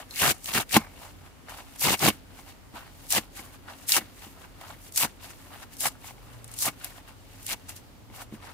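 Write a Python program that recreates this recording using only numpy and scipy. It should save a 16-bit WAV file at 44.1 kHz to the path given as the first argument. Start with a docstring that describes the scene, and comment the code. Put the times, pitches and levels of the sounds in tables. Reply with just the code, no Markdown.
"""At a wooden table in a quiet room, fingers tear small chunks off dry sponge foam close to a stereo microphone.
Each rip is a dense crackle: random impulses excite short resonances, high for cell walls, lower for coarser parts.
The coarser parts join as the tear proceeds, so the sound darkens; dull jerks are damped modes of hands and table.
Between rips the fingers squeeze and shift foam: fainter crackle and two thin squeaks of narrow-band noise.
Behind lie band-filtered room rumble and hiss, a steady motor hum and a far engine, a sine of gliding pitch."""
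import sys
import numpy as np
from scipy import signal
from scipy.io import wavfile

SR = 44100
rng = np.random.default_rng(int(sys.argv[2]) if len(sys.argv) > 2 else 0)


def field_ratio(decibels):
    """Amplitude ratio for a level in dB (20 dB per decade); scalars and array-likes work."""
    return 10 ** (np.asarray(decibels, dtype=float) / 20)


def transcribe(signal):
    """Save signal, clipped to [-1, 1], as a 16-bit WAV file at the path in sys.argv[1]."""
    frames = np.atleast_2d(signal).T
    limited = np.clip(frames, -1, 1)
    pcm = np.round(limited * 32767).astype(np.int16)
    wavfile.write(sys.argv[1], SR, pcm)


N = 376173

# Spectral density of the room air and microphone hiss: (f/Hz, relative level/dB)
AIR_SPECTRUM = [(24, -27), (40, 4), (101, -1), (175, -3.5), (267, -9), (398, -9), (821, -13), (10500, -30),
                (13100, -27.5), (15600, -33)]
# Left-right correlation of the background: (f/Hz, correlation)
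AIR_CORRELATION = [(60, .25), (250, .5), (2500, 0.0)]
# Noise bands of a steady motor: (f/Hz, bandwidth/Hz, level/dB)
HUM_BANDS = [(41.5, 7, -60.5), (90.8, 7.4, -58.5), (267.5, 62, -60.5)]
# Gliding note of a far engine: (t/s, f/Hz, level/dB)
ENGINE_GLIDE = [(2.5, 123.4, -65), (3.81, 121.1, -59), (4.23, 104, -65), (4.6, 113, -67), (5.2, 100, -70.5),
                (6.15, 122.2, -59), (6.5, 113.1, -50), (6.93, 126, -70), (7.39, 103.4, -57.5),
                (7.82, 119.3, -64), (8.23, 110.8, -54), (8.53, 124.3, -63)]
# A strained strut slips and sings: (t/s, length/s, f/Hz, onset level/dB)
STRUT_SQUEAKS = [(0.108, .09, 4180, -48.5), (0.787, 0.16, 2250, -48.5)]
# Fingers squeeze and shift foam: (peak t/s, rise/s, fall/s, cell wall level/dB, finger rub level/dB)
FOAM_SQUEEZES = [(0.0, .01, 0.033, -45, -40.5), (0.112, 0.028, 0.13, -53, -55),
                 (0.819, 0.06, 0.063, -53, -42.5), (1.054, 0.14, 0.078, -49.5, -52),
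                 (1.269, 0.076, 0.041, -60.5, -55), (1.495, 0.018, 0.086, -47, -43),
                 (1.59, 0.09, 0.055, -49.5, -46.5), (1.756, 0.18, 0.071, -52.5, -59),
                 (2.39, .1, .06, -52.5, -55), (2.49, 0.061, 0.067, -51, -54),
                 (2.757, 0.022, 0.12, -50, -45), (3.07, 0.21, 0.057, -52, -59.5),
                 (3.371, .04, 0.049, -45, -60), (3.399, 0.049, 0.033, -44, -47),
                 (3.44, 0.026, 0.13, -52.5, -53), (3.552, 0.052, 0.027, -55, -53),
                 (3.705, 0.041, 0.042, -52, -41), (3.85, 0.24, 0.03, -55.5, -60),
                 (4.03, .03, 0.095, -55, -54.5), (4.238, 0.13, 0.12, -49, -55),
                 (4.446, 0.13, 0.047, -54.5, -52.5), (4.63, 0.066, 0.028, -56, -51.5),
                 (4.71, 0.11, 0.057, -49.5, -49.5), (4.885, 0.16, 0.022, -50, -61.5),
                 (5.244, .04, 0.063, -44.5, -47.5), (5.305, 0.044, 0.033, -46.5, -52),
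                 (5.54, 0.062, 0.041, -52.5, -46), (5.635, 0.087, 0.018, -48, -48),
                 (5.734, .03, 0.061, -48.5, -58), (6.073, 0.058, 0.059, -43.5, -50),
                 (6.33, 0.26, 0.22, -58, -58), (6.541, 0.1, 0.15, -49.5, -56),
                 (6.847, 0.071, 0.12, -45.5, -49), (6.981, .04, 0.029, -51.5, -51),
                 (7.09, 0.029, .03, -54.5, -50), (7.43, 0.23, .03, -52.5, -59.5),
                 (7.691, 0.0098, 0.041, -40, -48.5), (7.765, 0.013, 0.027, -42.5, -67),
                 (8.161, 0.043, .05, -47.5, -50.5), (8.223, .06, 0.021, -43.5, -47),
                 (8.345, 0.033, .03, -51.5, -51), (8.455, 0.056, .1, -51.5, -45.5)]
# A chunk comes free or a finger knocks the table: (t/s, relative level/dB, lift of the upper modes/dB)
JERK_EVENTS = [(0.766, -2.5, 3), (1.886, -23, 10.5), (2.083, -9.5, 1), (2.39, -46, 13), (2.476, -51, 4),
               (2.74, -35.5, -14), (3.182, -22, 2), (3.394, -34.5, 5), (3.98, -24, 3), (4.016, -32.5, -8),
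               (4.266, -37, -6), (4.613, -52, 17), (5.043, -24, 2), (5.855, -31.5, 18.5), (6.044, -48, 15),
               (6.108, -55, 20), (6.181, -53, 11), (6.681, -23.5, 5), (7.532, -44, 8), (8.1, -39, -1),
               (8.324, -27, -15), (8.338, -27, -22)]
# Modes a jerk excites in hands and table: (f/Hz, relative level/dB, 60 dB decay time/s)
TABLE_MODES = [(161, -23.5, 0.15), (221, 0.5, 0.063), (302, 2.5, 0.043), (814, 3, 0.018),
               (1040, -10.5, 0.06), (2180, 2.5, 0.012), (2900, -2, 0.0082)]
# A bundle of cell walls snaps at once: (t/s, relative level/dB, f/Hz)
BUNDLE_SNAPS = [(0.109, -29, 4200), (0.159, -21, 3870), (0.4433, -26.5, 7700), (0.4577, -19.5, 2950),
                (0.485, -25, 2620), (0.537, -15.5, 3450), (0.693, -29, 3480), (1.76, -36, 10000),
                (1.7953, -26.5, 11300), (1.993, -21, 6000), (3.105, -16, 9000), (3.1238, -9.5, 9000),
                (3.8925, -15, 9640), (3.9202, -4.5, 4330), (4.6114, -34, 2970), (4.923, -33, 9070),
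                (4.96, -16.5, 9000), (4.9758, -9, 9100), (5.737, -38, 9000), (5.768, -33.5, 9100),
                (5.8058, -17, 9800), (6.4432, -32, 9300), (6.478, -36.5, 9080), (6.515, -34, 9020),
                (6.539, -29.5, 8860), (6.588, -23, 9050), (6.8448, -21, 11200), (7.429, -36, 9100),
                (7.446, -42, 9000), (7.465, -22, 9000), (7.693, -27.5, 8100)]
# Left-right correlation of the foam: (f/Hz, correlation)
FOAM_CORRELATION = [(120, 0.099), (280, 1), (1000, 0.59), (2500, 0.32), (5000, 0.017)]
# Resonances of the air between hands and table: (f/Hz, bandwidth/Hz, level added/dB)
CAVITY_MODES = [(850, 54, -21), (2210, 28, 2), (2750, 215, -3.5)]
# Rips: (full strength t/s, then to the thickest strands/s, full strength to the parting/s, cell wall level/dB,
# sag until the parting/dB, build-up/(dB/s), bulk of the chunk/dB, full strength to the struts/s)
RIP_EVENTS = [(0.223, .005, 0.09, -20.5, 2.5, 272, 0, -.06), (0.485, 0.024, 0.032, -33, 5.5, 244, -1, .01),
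              (0.551, 0.0034, 0.07, -22, 11.5, 595, -3, 0.01),
              (0.723, 0.036, 0.047, -30, -10.5, 600, 5.5, -0.029),
              (1.812, 0.049, 0.13, -24, 0, 695, 1, 0.041), (2.023, 0.0033, 0.067, -27, -7, 369, 6, 0.0021),
              (3.113, 0.0616, 0.068, -23, -0.5, 796, 1, 0.053),
              (3.887, 0.095, 0.093, -23, -1, 1196, 0, 0.055),
              (4.976, 0.0715, 0.074, -21, 3, 600, -2, 0.058),
              (5.808, 0.063, 0.07, -27.5, -2, 698, -6.5, 0.058),
              (6.62, 0.059, 0.064, -25, 0.5, 340, -4, 0.069),
              (7.495, 0.04, 0.036, -30, -2, 360, -7, 0.0088)]
# Struts, strands and chunk body trail the walls until the tear reaches them:
# (catching up/(dB/s), offset from the walls once joined/dB, share of the bulk)
COARSER_JOINING = [(273, -4, 0.37), (318, -3.5, 0.13), (577, -5.5, 0.81)]

# sizes of breaking foam: (lowest f/Hz, highest f/Hz, cycles rung in a 60 dB decay, tilt/(dB/octave))
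WALLS, STRUTS = (6000, 14100, 4.4, 1.9), (1880, 4600, 9.6, 0.1)
STRANDS, BODY = (750, 1843, 8.3, 0.14), (144, 557, 3.6, 0.18)
# mean breaks per second, in rips and in handling
FINE_RIP_PER_S, FINE_HANDLING_PER_S = 13750, 20000
COARSE_RIP_PER_S, COARSE_HANDLING_PER_S = 3300, 4800
AIR_LEVEL_DB = -52   # rms
SQUEAK_WIDTH_HZ = 300
SQUEEZE_FADE_DB = 15   # lost over one rise or fall time
GRIP_WALLS_DB, GRIP_RUB_DB, GRIP_WAVER_DB = -69, -75.5, 6   # held foam never stops creaking
# after the parting: steep release, then a slower tail starting at SETTLE_DB
LET_GO_DB_PER_S, SETTLE_DB, SETTLE_DB_PER_S = 1088, -19.5, 220
BODY_LATE = 1.054   # wait for the body over the wait for the strands
LEFT_DB, RIGHT_LAG_S = 0.5, 7e-5   # left raised and right lowered by LEFT_DB
LEVEL_STEP = 40   # samples between computed event levels


def rms_one(x):
    """Normalisation: unit root-mean-square value."""
    return x / np.sqrt(np.mean(x ** 2) + 1e-20)


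def at_hz(points, hz):
    """Linear interpolation on a logarithmic frequency axis."""
    points = np.array(points)
    return np.interp(np.log(hz), np.log(points[:, 0]), points[:, 1])


def drift(rate_hz):
    """Slow random fluctuation of unit rms: noise through a critically damped two-pole low-pass."""
    r = np.exp(-2 * np.pi * rate_hz * 16 / SR)   # computed at every 16th sample
    noise = rng.standard_normal(N // 16 + 4002)
    slow = signal.lfilter([1], [1, -2 * r, r * r], noise)[4000:]   # without the settling
    return np.interp(np.arange(N) / 16, np.arange(len(slow)), rms_one(slow))


def ring(x, hz, t60):
    """Damped oscillator: a unit impulse starts a decaying sine of unit amplitude."""
    r, w = field_ratio(-60 / (t60 * SR)), 2 * np.pi * hz / SR
    return signal.lfilter([0, np.sin(w)], [1, -2 * r * np.cos(w), r * r], x + 1e-18)


def resonance(x, hz, width_hz):
    """Two-pole resonance: a band of about unit gain at its top."""
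    r = np.exp(-np.pi * width_hz / SR)
    top = np.array([1, 0, -1]) * (1 - r * r) / 2
    return signal.lfilter(top, [1, -2 * r * np.cos(2 * np.pi * hz / SR), r * r], x)


def pair(mid_side, alike):
    """Partial correlation: left and right formed from a shared and an opposed part."""
    alike = np.clip(alike, -1, 1)
    shared = np.sqrt(1 + alike) * mid_side[0]
    opposed = np.sqrt(1 - alike) * mid_side[1]
    return shared + opposed * np.array([[1], [-1]])


def power_sum(db):
    """Incoherent superposition: powers, not amplitudes, add."""
    return 10 * np.log10(np.sum(10 ** (db / 10), axis=0) + 1e-12)


def time_from(s):
    """Event clock: time in seconds counted from each event."""
    return np.arange(0, N + LEVEL_STEP, LEVEL_STEP) / SR - s


def level_curve(events_db):
    """Superposition of all events as one level, interpolated to every sample."""
    db = power_sum(events_db)
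    return np.interp(np.arange(N) / LEVEL_STEP, np.arange(len(db)), db)


def air():
    """Broadband noise: room rumble and microphone hiss as adjoining bands, each flickering a little."""
    out, edges = 0, np.geomspace(22, 17000, 17)
    white = rng.standard_normal((2, 2, N))   # neighbouring bands take different noise
    for k, (low, high) in enumerate(zip(edges, edges[1:])):
        sos = signal.butter(2, [low, high], "band", fs=SR, output="sos")
        band = signal.sosfilt(sos, white[k % 2])
        hz = np.sqrt(low * high)
        gain = field_ratio(at_hz(AIR_SPECTRUM, hz) + 1.0 * drift(2.2))
        out = out + gain * pair(band, at_hz(AIR_CORRELATION, hz))
    return field_ratio(AIR_LEVEL_DB) * rms_one(out)


def motors():
    """Narrow-band noise wavers as a steady hum; phase integration makes a far engine's note glide."""
    noise = rng.standard_normal((2, N))
    hum = 0
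    for hz, width, db in HUM_BANDS:
        hum = hum + field_ratio(db) * rms_one(resonance(resonance(noise, hz, width), hz, width))
    hum = pair(hum, at_hz(AIR_CORRELATION, 90)) / np.sqrt(2)
    s, hz, db = np.transpose(ENGINE_GLIDE)
    t = np.arange(N) / SR
    phase = 2 * np.pi * np.cumsum(np.interp(t, s, hz)) / SR
    note = np.sqrt(2) * np.sin(phase + np.array([[.6], [-.6]]))   # left leads by 1.2 rad
    fade_in = np.clip((t - s[0]) / 0.26, 0, 1)
    wavering = field_ratio(2.5 * drift(5))
    return hum + fade_in * wavering * field_ratio(np.interp(t, s, db)) * note


def squeaks():
    """Stick-slip: slipping noise in a narrow band, starting at once and fading linearly."""
    t = np.arange(N) / SR
    noise = pair(rng.standard_normal((2, N)), 0.8)
    out = 0
    for s, length, hz, db in STRUT_SQUEAKS:
        thin = resonance(resonance(noise, hz, SQUEAK_WIDTH_HZ), hz, SQUEAK_WIDTH_HZ)
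        fade = (t > s) * np.clip(1 - (t - s) / length, 0, 1)
        out = out + field_ratio(db) * fade * rms_one(thin)
    return out


def jerks():
    """Modal excitation: each soft jerk strikes every mode with its own random strength and side."""
    s, level_db, bright_db = np.transpose(JERK_EVENTS)
    chance, out = rng.normal(0, 1, (len(s), 2, len(TABLE_MODES))), np.zeros((2, N))
    for k, (hz, mode_db, t60) in enumerate(TABLE_MODES):
        clicks = np.zeros((2, N))
        lean_db = 1.2 * chance[:, 1, k] * np.array([[1], [-1]])
        strength_db = level_db + mode_db - 7 + bright_db * (hz > 600) + 2.0 * chance[:, 0, k]
        clicks[:, (s * SR).astype(int)] = field_ratio(strength_db + lean_db)
        out += resonance(ring(clicks, hz, t60), hz, hz)   # a soft push swells over a cycle
    return out


def snaps():
    """Impulsive release: a noise burst dies in milliseconds, broad with a bump at the bundle's pitch."""
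    out, size = np.full((2, N), 1e-18), SR // 25
    dying = field_ratio(-60 * np.arange(size) / (.022 * SR))   # 60 dB in 22 ms
    noises = rng.standard_normal((len(BUNDLE_SNAPS), 2, size))
    for (s, level_db, hz), noise in zip(BUNDLE_SNAPS, noises):
        burst = pair(noise, 0.074) * dying
        bump = 2.5 * resonance(burst, hz, .25 * hz)
        i = round(s * SR)
        out[:, i:i + size] += field_ratio(level_db - 10) * (burst + bump)
    return signal.sosfilt(signal.butter(2, 2500, "high", fs=SR, output="sos"), out)


def squeeze_levels():
    """Envelope superposition: each squeeze swells to its peak and fades, over the creak of the grip."""
    s, rise, fall, walls_db, rub_db = np.transpose(FOAM_SQUEEZES)[:, :, None]
    t = time_from(s)
    shape = -SQUEEZE_FADE_DB * np.maximum(-t / rise, t / fall) ** 1.1
    waver = GRIP_WAVER_DB * drift(1.3)
    walls = power_sum(np.array([level_curve(walls_db + shape), GRIP_WALLS_DB + waver]))
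    rub = power_sum(np.array([level_curve(rub_db + shape), GRIP_RUB_DB + waver]))
    return walls, rub


def rip_levels():
    """Progressive fracture: walls build up, sag and let go; coarser sizes trail until the tear reaches them."""
    s, strands_s, hold, db, sag_db, rise, bulk_db, struts_s = np.transpose(RIP_EVENTS)[:, :, None]
    t = time_from(s)
    after = np.maximum(t - hold, 0)
    release = np.maximum(-LET_GO_DB_PER_S * after, SETTLE_DB - SETTLE_DB_PER_S * after)
    walls = db + rise * np.minimum(t, 0) - sag_db * np.clip(t / hold, 0, 1) + release
    levels = [level_curve(walls)]
    waits = (struts_s, strands_s, BODY_LATE * strands_s)
    for wait, (catch_up, joined_db, bulk_share) in zip(waits, COARSER_JOINING):
        trailing = catch_up * np.maximum(wait - t, 0)
        levels.append(level_curve(walls + joined_db + bulk_share * bulk_db - trailing))
    return levels


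def breaks(per_s, spread_db, clump_db):
    """Clustered random impulses, a few much stronger; shared and opposed parts have common instants."""
    strength_db = spread_db * np.minimum(rng.exponential(1, N), 5)
    sizes = field_ratio(strength_db + clump_db * drift(61))
    born = rng.random(N) < per_s / SR
    return sizes * born * rng.standard_normal((2, N))


def crackle(clicks, size, count, patchy_db):
    """Shock excitation: breaks are dealt to short resonators of one foam size, each flaring by itself; rms 1."""
    low_hz, high_hz, cycles, tilt_db = size
    dealt, out = rng.integers(0, count, N), 0
    for k, hz in enumerate(np.geomspace(low_hz, high_hz, count)):
        gain = field_ratio(tilt_db * np.log2(hz / low_hz) + patchy_db * drift(21.8))
        gain = gain * np.sqrt(hz)   # makes up for the shorter ring of higher pitches
        rung = ring(gain * clicks * (dealt == k), hz, cycles / hz)
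        out = out + pair(rung, at_hz(FOAM_CORRELATION, hz))
    # each size radiates little far from its own pitch
    edges = [0.61 * low_hz, min(1.22 * high_hz, .45 * SR)]
    return rms_one(signal.sosfilt(signal.butter(2, edges, "band", fs=SR, output="sos"), out))


def foam():
    """Fracture noise: rips break walls, struts and strands and shake the chunk; squeezing only creaks."""
    walls_db, struts_db, strands_db, body_db = rip_levels()
    squeeze_db, rub_db = squeeze_levels()
    ripping = walls_db > squeeze_db
    fine_per_s = np.where(ripping, FINE_RIP_PER_S, FINE_HANDLING_PER_S)
    coarse_per_s = np.where(ripping, COARSE_RIP_PER_S, COARSE_HANDLING_PER_S)
    fine = breaks(fine_per_s, spread_db=0.5, clump_db=1.0)
    coarse = breaks(coarse_per_s, spread_db=1.0, clump_db=2.0)
    walls_db = np.maximum(walls_db, squeeze_db)
    struts_db = np.maximum(struts_db, (squeeze_db + rub_db) / 2 - 3.0)
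    strands_db = np.maximum(strands_db, rub_db)
    walls = field_ratio(walls_db) * crackle(fine, WALLS, count=7, patchy_db=2.5)
    struts = field_ratio(struts_db) * crackle(coarse, STRUTS, count=5, patchy_db=1.5)
    strands = field_ratio(strands_db) * crackle(coarse, STRANDS, count=5, patchy_db=3.5)
    body = field_ratio(body_db) * crackle(coarse, BODY, count=5, patchy_db=-0.5)
    middle = struts + strands
    cavity = sum(field_ratio(db) * resonance(middle, hz, width) for hz, width, db in CAVITY_MODES)
    return walls + field_ratio(2) * (middle + cavity) + body


def scene():
    """Stereo by level and arrival time: the hands sit a little nearer the left microphone."""
    hands = foam() + squeaks() + snaps() + jerks()
    t = np.arange(N)
    left = field_ratio(LEFT_DB) * hands[0]
    right = field_ratio(-LEFT_DB) * np.interp(t - RIGHT_LAG_S * SR, t, hands[1])
    return np.array([left, right]) + air() + motors()


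def top_cut(x):
    """Nothing passes above the cut-off."""
    return signal.sosfilt(signal.butter(12, 15780, fs=SR, output="sos"), x)


def record(dry):
    """Band limitation: the microphone drops the deep bass, the top is cut, peaks clip at full scale."""
    thin = signal.sosfilt(signal.butter(2, 30, "high", fs=SR, output="sos"), dry)
    # 60 dB down from 16500 Hz upward
    cut = signal.sosfilt(signal.cheby2(12, 60, 16500, fs=SR, output="sos"), thin)
    mix = np.clip(cut, -1, 1)
    return top_cut(mix)


dry = scene()
out = record(dry)
transcribe(out)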